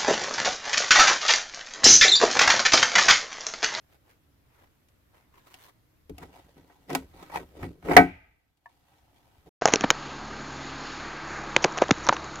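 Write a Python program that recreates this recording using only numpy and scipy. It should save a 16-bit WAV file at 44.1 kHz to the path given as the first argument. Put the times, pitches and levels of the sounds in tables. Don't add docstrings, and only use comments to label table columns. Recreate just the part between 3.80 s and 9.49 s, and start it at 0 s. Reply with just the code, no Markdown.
import sys
import numpy as np
from scipy import signal
from scipy.fft import rfft, irfft, next_fast_len
from scipy.io import wavfile
from scipy.ndimage import uniform_filter1d

SR = 44100
rng = np.random.default_rng(int(sys.argv[2]) if len(sys.argv) > 2 else 0)


def magnitude_from_level(level_db):
    exponent = np.asarray(level_db, float) / 20
    return 10 ** exponent


def materialize(psi):
    bounded = np.clip(np.atleast_2d(psi).T, -1, 1)
    quanta = np.round(bounded * 32767).astype(np.int16)
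    wavfile.write(sys.argv[1], SR, quanta)


N = 251059
TIME_S = np.arange(N) / SR

# mode_hz, level_db, t60_s
BIN_MODES = [(180, -7, .27), (273, 1, .22), (305, -1, .15), (369, -10, .2), (439, -4, .12), (533, -12, .09),
             (707, -4, .14), (777, -11, .14), (853, -15, .13), (930, -21, .12), (1290, -17, .14),
             (1529, -16, .16), (1880, -15, .12), (1956, -17, .14), (2257, -14, .14)]
# freq_hz, correlation
NEAR_LIKENESS = [(60, .995), (150, .99), (300, .93), (640, .7), (1400, .1), (3000, 0)]
# freq_hz, correlation
FAR_LIKENESS = [(60, .93), (150, .6), (380, .36), (950, .03), (1400, 0.0)]
# start_s, knock_db, thud_re_knock_db, snap_re_knock_db, pitch_hz, ring_re_60ms_db
SLAM_BLOWS = [
    (4.1655, 2.5, -13, -13.5, 2150, 2),
    (4.191, -20, 8, -19, 719, 5),
]


def unit(x):
    return x / np.sqrt(np.mean(x ** 2) + 1e-20)


def along(points, hz):
    point_hz, value = np.transpose(points)
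    return np.interp(np.log(hz + 1), np.log(point_hz + 1), value)


def timed(points):
    return np.interp(TIME_S, *np.transpose(points))


def strokes(rows):
    peak_s, peak_db, rise_s, fall_s = np.transpose(rows)[:4, :, None]
    late_s = TIME_S - peak_s
    return peak_db - 20 * np.maximum(-late_s / rise_s, late_s / fall_s)


def summed(db):
    return uniform_filter1d(np.sqrt(np.sum(magnitude_from_level(2 * db), axis=0)), size=221)


def filtered(x, response):
    count = x.shape[-1]
    size = next_fast_len(count + SR // 2)
    spectrum = rfft(x, size) * response(np.fft.rfftfreq(size, 1 / SR))
    return irfft(spectrum, size)[..., :count]


def registers(hz):
    deep, low, high = [1 / (1 + (hz / edge_hz) ** 10) for edge_hz in (110, 500, 2800)]
    return low - deep, high - low, 1 - high, deep


def bump(hz, centre_hz, width, db):
    return magnitude_from_level(db / (1 + (np.log((hz + 1) / centre_hz) / width) ** 2))


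def bandpass(hz, centre_hz, width_hz):
    loss = 1j * hz * width_hz
    return loss / (centre_hz * centre_hz - hz * hz + loss)


def pair(two, spectrum, alike):
    def mid_side(hz):
        turn = np.arccos(np.clip(along(alike, hz), -1, 1)) / 2
        return magnitude_from_level(along(spectrum, hz)) * [np.cos(turn), np.sin(turn)]

    mid, side = filtered(two, mid_side)
    return np.array([mid + side, mid - side])


def patchy(depth_db, pitch_hz=1000 + np.zeros(N), width=.15, peak_db=0):
    hz, frame_s, z = signal.stft(rng.standard_normal((2, N)), SR, nperseg=512)
    field = uniform_filter1d(rng.standard_normal(z.shape[1:]), size=4, axis=0)
    field = uniform_filter1d(field, size=6, axis=1)
    peak = bump(hz[:, None], np.interp(frame_s, TIME_S, pitch_hz), width, peak_db)
    return signal.istft(z * peak * magnitude_from_level(depth_db * unit(field)), nperseg=512)[1][:, :N]


def grit(rate_hz, spread_db, life_s):
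    slips = (rng.random(N) < rate_hz / SR) * magnitude_from_level(spread_db * rng.exponential(size=N))
    return 1 + signal.lfilter([1], [1, -np.exp(-1 / (life_s * SR))], slips)


def cabin():
    # freq_hz, level_db_per_hz
    quiet_colour = [(12, -31.5), (20, -2), (27, -21), (44, -9), (64, -2), (125, -5), (195, -15), (300, -10),
                    (370, -17), (825, -22.5), (1400, -23), (8890, -37), (14000, -29.5), (16000, -40.5)]
    quiet_db, stir_db, stir_s, stir_wide_s = -65, 6, 3.5, .25
    sink_s, spring_s, creep_s = .635, .15, .74
    slam_s = SLAM_BLOWS[0][0]
    duck_db = np.interp(TIME_S - slam_s, np.cumsum([0, sink_s, spring_s, creep_s]), [1.5, -13, -3.5, .6])
    stirred_db = stir_db * np.exp(-((TIME_S - stir_s) / stir_wide_s) ** 2)
    air = unit(pair(patchy(depth_db=1.3), quiet_colour, FAR_LIKENESS))
    return magnitude_from_level(quiet_db + np.where(TIME_S > slam_s, duck_db, stirred_db)) * air


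def sleeve():
    # peak_s, rustle_db, rise_s, fall_s_per_20db, fizz_re_rustle_db
    rustle_rows = [(.152, -61.5, .13, .03, -5), (.312, -58.5, .09, .05, -7), (.75, -66, .05, .2, -8),
                   (.83, -60, .2, .07, -9), (1.345, -64, .02, .2, -10), (1.39, -62, .12, .06, -8),
                   (1.54, -60, .006, .15, -8), (1.574, -58, .05, .08, -6), (1.665, -59, .03, .2, -5),
                   (1.73, -60, .2, .05, -4), (1.815, -57.5, .12, .1, -2), (1.87, -59, .15, .05, 1),
                   (1.9, -60, .1, .025, -6)]
    # time_s, pitch_hz
    fold_pitch = [(0, 680), (.3, 820), (.8, 940), (1.4, 960), (1.55, 1030), (1.9, 1000)]
    # freq_hz, level_db_per_hz
    cloth_colour = [(120, -43), (340, 1), (1000, -3.5), (2200, -5), (4500, -15), (9000, -20.5),
                    (13000, -16.5), (16500, -21)]
    db = strokes(rustle_rows)
    body_gain = summed(db)
    fizz_gain = summed(db + np.array(rustle_rows)[:, 4:])
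    fibres = patchy(2.2, timed(fold_pitch), width=.12, peak_db=9)
    fibres = fibres * grit(rate_hz=1200, spread_db=1.9, life_s=.001)
    cloth = pair(fibres, cloth_colour, FAR_LIKENESS)
    fizz = filtered(cloth, lambda hz: registers(hz)[2])
    return body_gain * unit(cloth - fizz) + fizz_gain * unit(fizz)


def dying(t60_s, count):
    hz, frame_s, z = signal.stft(rng.standard_normal((2, count)), SR, nperseg=256)
    decay = magnitude_from_level(-60 * frame_s / t60_s(hz)[:, None])
    return signal.istft(z * decay, SR, nperseg=256)[1][:, :count]


def contact(row, ring_db, ring, scatter_db, tail_db):
    # freq_hz, level_db_per_hz
    shell_colour = [(20, -40.5), (50, -18), (170, -4.5), (300, -1.5), (550, -14.5), (750, -7.5),
                    (1100, -15), (2200, -15), (3300, -27), (6000, -30), (9000, -33), (13000, -31.5),
                    (16500, -38.5)]
    # freq_hz, t60_s
    cabin_t60 = [(50, 0.7), (200, 0.36), (500, 0.13), (1000, .17), (2100, 0.13), (3500, .17), (12000, 0.15)]
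    # freq_hz, left_over_right_db
    side_tilt = [(100, .7), (500, 5), (1000, 2.5), (2000, -7), (4000, 1.1), (9000, 4.5)]
    _, knock_db, thud_db, snap_db, pitch_hz, length_db = row
    t = np.arange(SR // 2) / SR

    def shell_t60(hz):
        return .06 * magnitude_from_level(length_db) * along([(100, 2.84), (700, 0.99), (2000, .7), (8000, 0.55)], hz)

    def panel(hz):
        return bump(hz, pitch_hz, .12, 10) * bump(hz, 1.95 * pitch_hz, 0.061, 3.8)

    burst = dying(shell_t60, len(t))
    burst = burst + magnitude_from_level(tail_db) * dying(lambda hz: along(cabin_t60, hz), len(t))
    body = filtered(pair(burst, shell_colour, NEAR_LIKENESS), panel) * (1 - np.exp(-t / 0.00082))
    body = body / np.abs(body).max()
    luck_rows = rng.standard_normal((len(BIN_MODES), 3))
    for (hz, level_db, t60_s), (detune, luck, start) in zip(BIN_MODES, luck_rows):
        apart = np.arccos(np.clip(along(NEAR_LIKENESS, hz), -1, 1)) * np.array([[.5], [-.5]])
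        drift = np.cumsum(rng.standard_normal(len(t))) * .012
        mode_hz = hz * (1 + .004 * scatter_db * detune)
        swing = np.sin(2 * np.pi * (mode_hz * t + start) + apart + drift)
        mode_db = ring_db + level_db + scatter_db * luck
        body = body + magnitude_from_level(mode_db - 60 * t / (t60_s * ring)) * (1 - np.exp(-t / 0.006)) * swing
    low, mid, high, deep = [filtered(body, lambda hz: registers(hz)[k]) for k in range(4)]
    gains = magnitude_from_level([knock_db + thud_db, knock_db, knock_db + snap_db])
    parts = (low + .4 * deep, mid, high)
    blow = sum(gain * part / np.abs(part).max(axis=1)[:, None] for gain, part in zip(gains, parts))
    return magnitude_from_level(2.5) * filtered(blow, lambda hz: magnitude_from_level(np.outer([.5, -.5], along(side_tilt, hz))))


def knocks():
    # start_s, knock_db, thud_re_knock_db, snap_re_knock_db, pitch_hz
    knock_rows = [(1.085, -75, -10, 16, 1900), (1.741, -50, -10, 10, 2820), (2.029, -76, 1, -9, 732),
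                  (2.295, -50, 16, 3, 690), (2.381, -44.5, -3, 4.5, 2670), (2.429, -46, -1, -8, 697),
                  (2.766, -58.5, 11.5, -16, 549), (2.898, -52.5, -5, -24, 1210),
                  (3.102, -31, -3, -9.5, 740), (3.129, -52, 0, 18, 2500), (3.1495, -18, -9, -0.5, 1030),
                  (3.498, -41, -15, -13, 580), (3.555, -30, -10.5, -30, 883), (3.609, -58, 3.5, -17, 686),
                  (3.829, -34, -3.5, -15, 546), (4.026, -47, -3, -12, 1400),
                  (4.058, -41, 4.5, -18.5, 629.6), (4.085, -28, 3, -19, 501), (4.111, -18, -6, -26.5, 810),
                  (4.133, -25, -3, -12, 1380), (4.772, -85, -10, 17, 2500), (4.95, -85, -10, 16, 2500),
                  (5.66, -61.5, 2.5, -10, 676)]
    damped_db = -1
    out = np.zeros((2, N + SR))
    for row in knock_rows:
        blow = contact((*row, damped_db), ring_db=-10, ring=.6, scatter_db=6.5, tail_db=-25)
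        out[:, round(row[0] * SR):][:, :blow.shape[1]] += blow
    return out[:, :N]


def shudder():
    # peak_s, level_db, rise_s, fall_s_per_20db
    sway_rows = [(2.34, -43, .07, .05), (2.444, -45, .065, .07), (2.54, -62, .1, .3), (2.67, -64, .2, .2),
                 (2.8, -60, .08, .04), (3.0, -70, .2, .2), (3.15, -50, .08, .25), (3.36, -60, .3, .2),
                 (3.59, -50, .1, .12), (3.84, -39, .08, .13), (3.99, -59, .2, .1), (4.055, -44, .03, .2),
                 (4.09, -35, .04, .1), (4.17, -38, .1, .2), (4.2, -38, .05, .1), (4.37, -57, .2, .12),
                 (4.5, -69, .06, .15), (5.675, -63, .07, .3)]
    sway_at_55db_hz, stiffens_hz_per_db = 76, 1.2
    level = summed(strokes(sway_rows))
    level_db = 20 * np.log10(abs(level) + 1e-9)
    sway_hz = np.clip(sway_at_55db_hz + stiffens_hz_per_db * (level_db + 55), 55, 98)
    hz, frame_s, z = signal.stft(rng.standard_normal((2, N)), SR, nperseg=4096)
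    peak = bump(hz[:, None], np.interp(frame_s, TIME_S, sway_hz), .25, 14)
    sway = signal.istft(z * peak * registers(hz)[3][:, None], nperseg=4096)[1][:, :N]
    return level * unit(pair(sway, [(15, -30), (30, -0.5), (150, 0.5)], NEAR_LIKENESS))


def resonance(hz, damping):
    return 1 + sum(1.9 * bandpass(hz, mode_hz, damping / t60_s) for mode_hz, _, t60_s in BIN_MODES)


def rubbing():
    # peak_s, scrape_db, rise_s,
    # fall_s_per_20db, boom_re_scrape_db
    rub_rows = [(2.404, -62, .02, .2, 12), (2.436, -51, .07, .055, -6), (2.545, -53.5, .025, .12, -5),
                (2.586, -57, .2, .08, -2), (2.68, -68, .3, .3, 2), (2.78, -63, .03, .1, 8),
                (2.84, -68, .1, .1, 9), (2.896, -64, .03, .15, -3), (3.04, -69, .15, .05, 4),
                (3.102, -38, .016, .08, 4), (3.135, -41, .04, .03, 8), (3.18, -48, .01, .06, 7),
                (3.225, -59, .08, .07, 7), (3.336, -62, .018, .2, 10), (3.436, -50, .13, .08, -2),
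                (3.52, -48, .02, .1, -4), (3.568, -29, .045, .035, -9), (3.61, -56, .05, .045, 14),
                (3.69, -67, .1, .1, 6), (3.77, -60, .07, .1, -2), (3.845, -41, .065, .035, 9),
                (3.88, -62, .06, .11, 19),
                (4.056, -47, .018, .1, 9),
        (4.114, -31, .045, .08, 8),
        (4.152, -36, .04, .012, 11),
    ]
    settling_rows = [
        (4.9, -68, .03, .08, -15),
        (5.146, -68, .33, .27, -8),
        (5.32, -70, .07, 1, -6),
        (5.6, -72, 1, .04, -5),
        (5.674, -62, .024, .04, 9),
    ]
    # time_s, pitch_hz
    contact_pitch = [(2.44, 720), (2.6, 665), (2.8, 590), (2.9, 1100), (3.0, 720), (3.2, 615), (3.34, 770),
                     (3.44, 1120), (3.55, 880), (3.59, 580), (3.8, 620), (4.06, 645), (4.14, 820),
                     (5.15, 730)]
    # freq_hz, level_db_per_hz
    felt_colour = [(20, -40), (60, -10), (160, -1.5), (450, -10), (1000, -9), (2500, -13.5), (5000, -23.5),
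                   (9000, -28.5), (13000, -28.5), (16500, -33)]
    firm_db, hiss_re_firm_db, hiss_growth = -50, -9.5, .76
    rows = rub_rows + settling_rows
    db = strokes(rows)
    scrape_gain = summed(db)
    boom_gain = summed(db + np.array(rows)[:, 4:])
    hiss_gain = magnitude_from_level(firm_db + hiss_re_firm_db) * abs(scrape_gain / magnitude_from_level(firm_db)) ** hiss_growth
    slips = patchy(2.5, timed(contact_pitch), width=.12, peak_db=8)
    slips = slips * grit(rate_hz=1200, spread_db=1.7, life_s=.0015)
    body = pair(slips, felt_colour, NEAR_LIKENESS)
    boom, scrape, hiss = [unit(filtered(body, lambda hz: registers(hz)[k])) for k in range(3)]
    driven = boom_gain * boom + scrape_gain * scrape
    return magnitude_from_level(-7) * filtered(driven, lambda hz: resonance(hz, damping=6.8)) + hiss_gain * hiss


def slam():
    # mode_hz, width_hz, level_db
    frame_modes = [(720, 120, -3), (880, 140, -3), (1280, 200, -5), (1580, 240, -3.5), (1980, 320, -1),
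                   (2290, 200, -6)]
    out = np.zeros((2, N + SR))
    for row in SLAM_BLOWS:
        blow = contact(row, ring_db=-5.5, ring=1.0, scatter_db=-1, tail_db=-18.5)
        out[:, round(row[0] * SR):][:, :SR // 2] += blow

    def frame(hz):
        modes = sum(magnitude_from_level(db) * bandpass(hz, mode_hz, width_hz) for mode_hz, width_hz, db in frame_modes)
        return abs(modes) ** 2.1

    t = np.arange(SR) / SR
    hum_db, hum_t60_s = -35.5, .63
    hum = unit(filtered(rng.standard_normal((2, SR)), frame)) * magnitude_from_level(hum_db - 60 * t / hum_t60_s)
    out[:, round(SLAM_BLOWS[0][0] * SR):][:, :SR] += hum
    return out[:, :N]


def catch():
    # mode_hz, level_db, t60_s
    catch_modes = [(713, -8, 0.12), (950, 2.5, 0.071), (1114, -7.5, 0.076), (1764, 4.5, 0.05),
                   (1900, -9, .04), (2350, -17, .03), (2950, -14, 0.029)]
    start_s, level_db = 4.858, -43.5
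    t = np.clip(TIME_S - start_s, 0, None)
    ring = np.zeros((2, N))
    for hz, db, t60_s in catch_modes:
        waver = np.cumsum(rng.standard_normal((2, N)), axis=1) * .045
        ring += magnitude_from_level(db - 60 * t / t60_s) * np.sin(2 * np.pi * hz * t + waver)
    return magnitude_from_level(level_db) * (1 - np.exp(-t / 0.001)) * ring


def scene():
    # pitch_hz, width_share, gain_db
    hollow_rows = [(125, .1, -8), (222, .09, -13)]

    def footwell(hz):
        return magnitude_from_level(.6) * np.prod([bump(hz, *row) for row in hollow_rows], axis=0)

    bin_sound = filtered(knocks() + rubbing() + slam(), footwell)
    return cabin() + sleeve() + shudder() + bin_sound + catch()


def top_cut(x):
    return signal.sosfilt(signal.butter(12, 16460, fs=SR, output="sos"), x)


def record(dry):
    clipped = dry / (1 + np.abs(dry / .98) ** 6) ** (1 / 6)
    limited = .96 * filtered(clipped, lambda hz: 1 / (1 + (hz / 16000) ** 80))
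    return top_cut(limited)


dry = scene()
out = record(dry)
materialize(out)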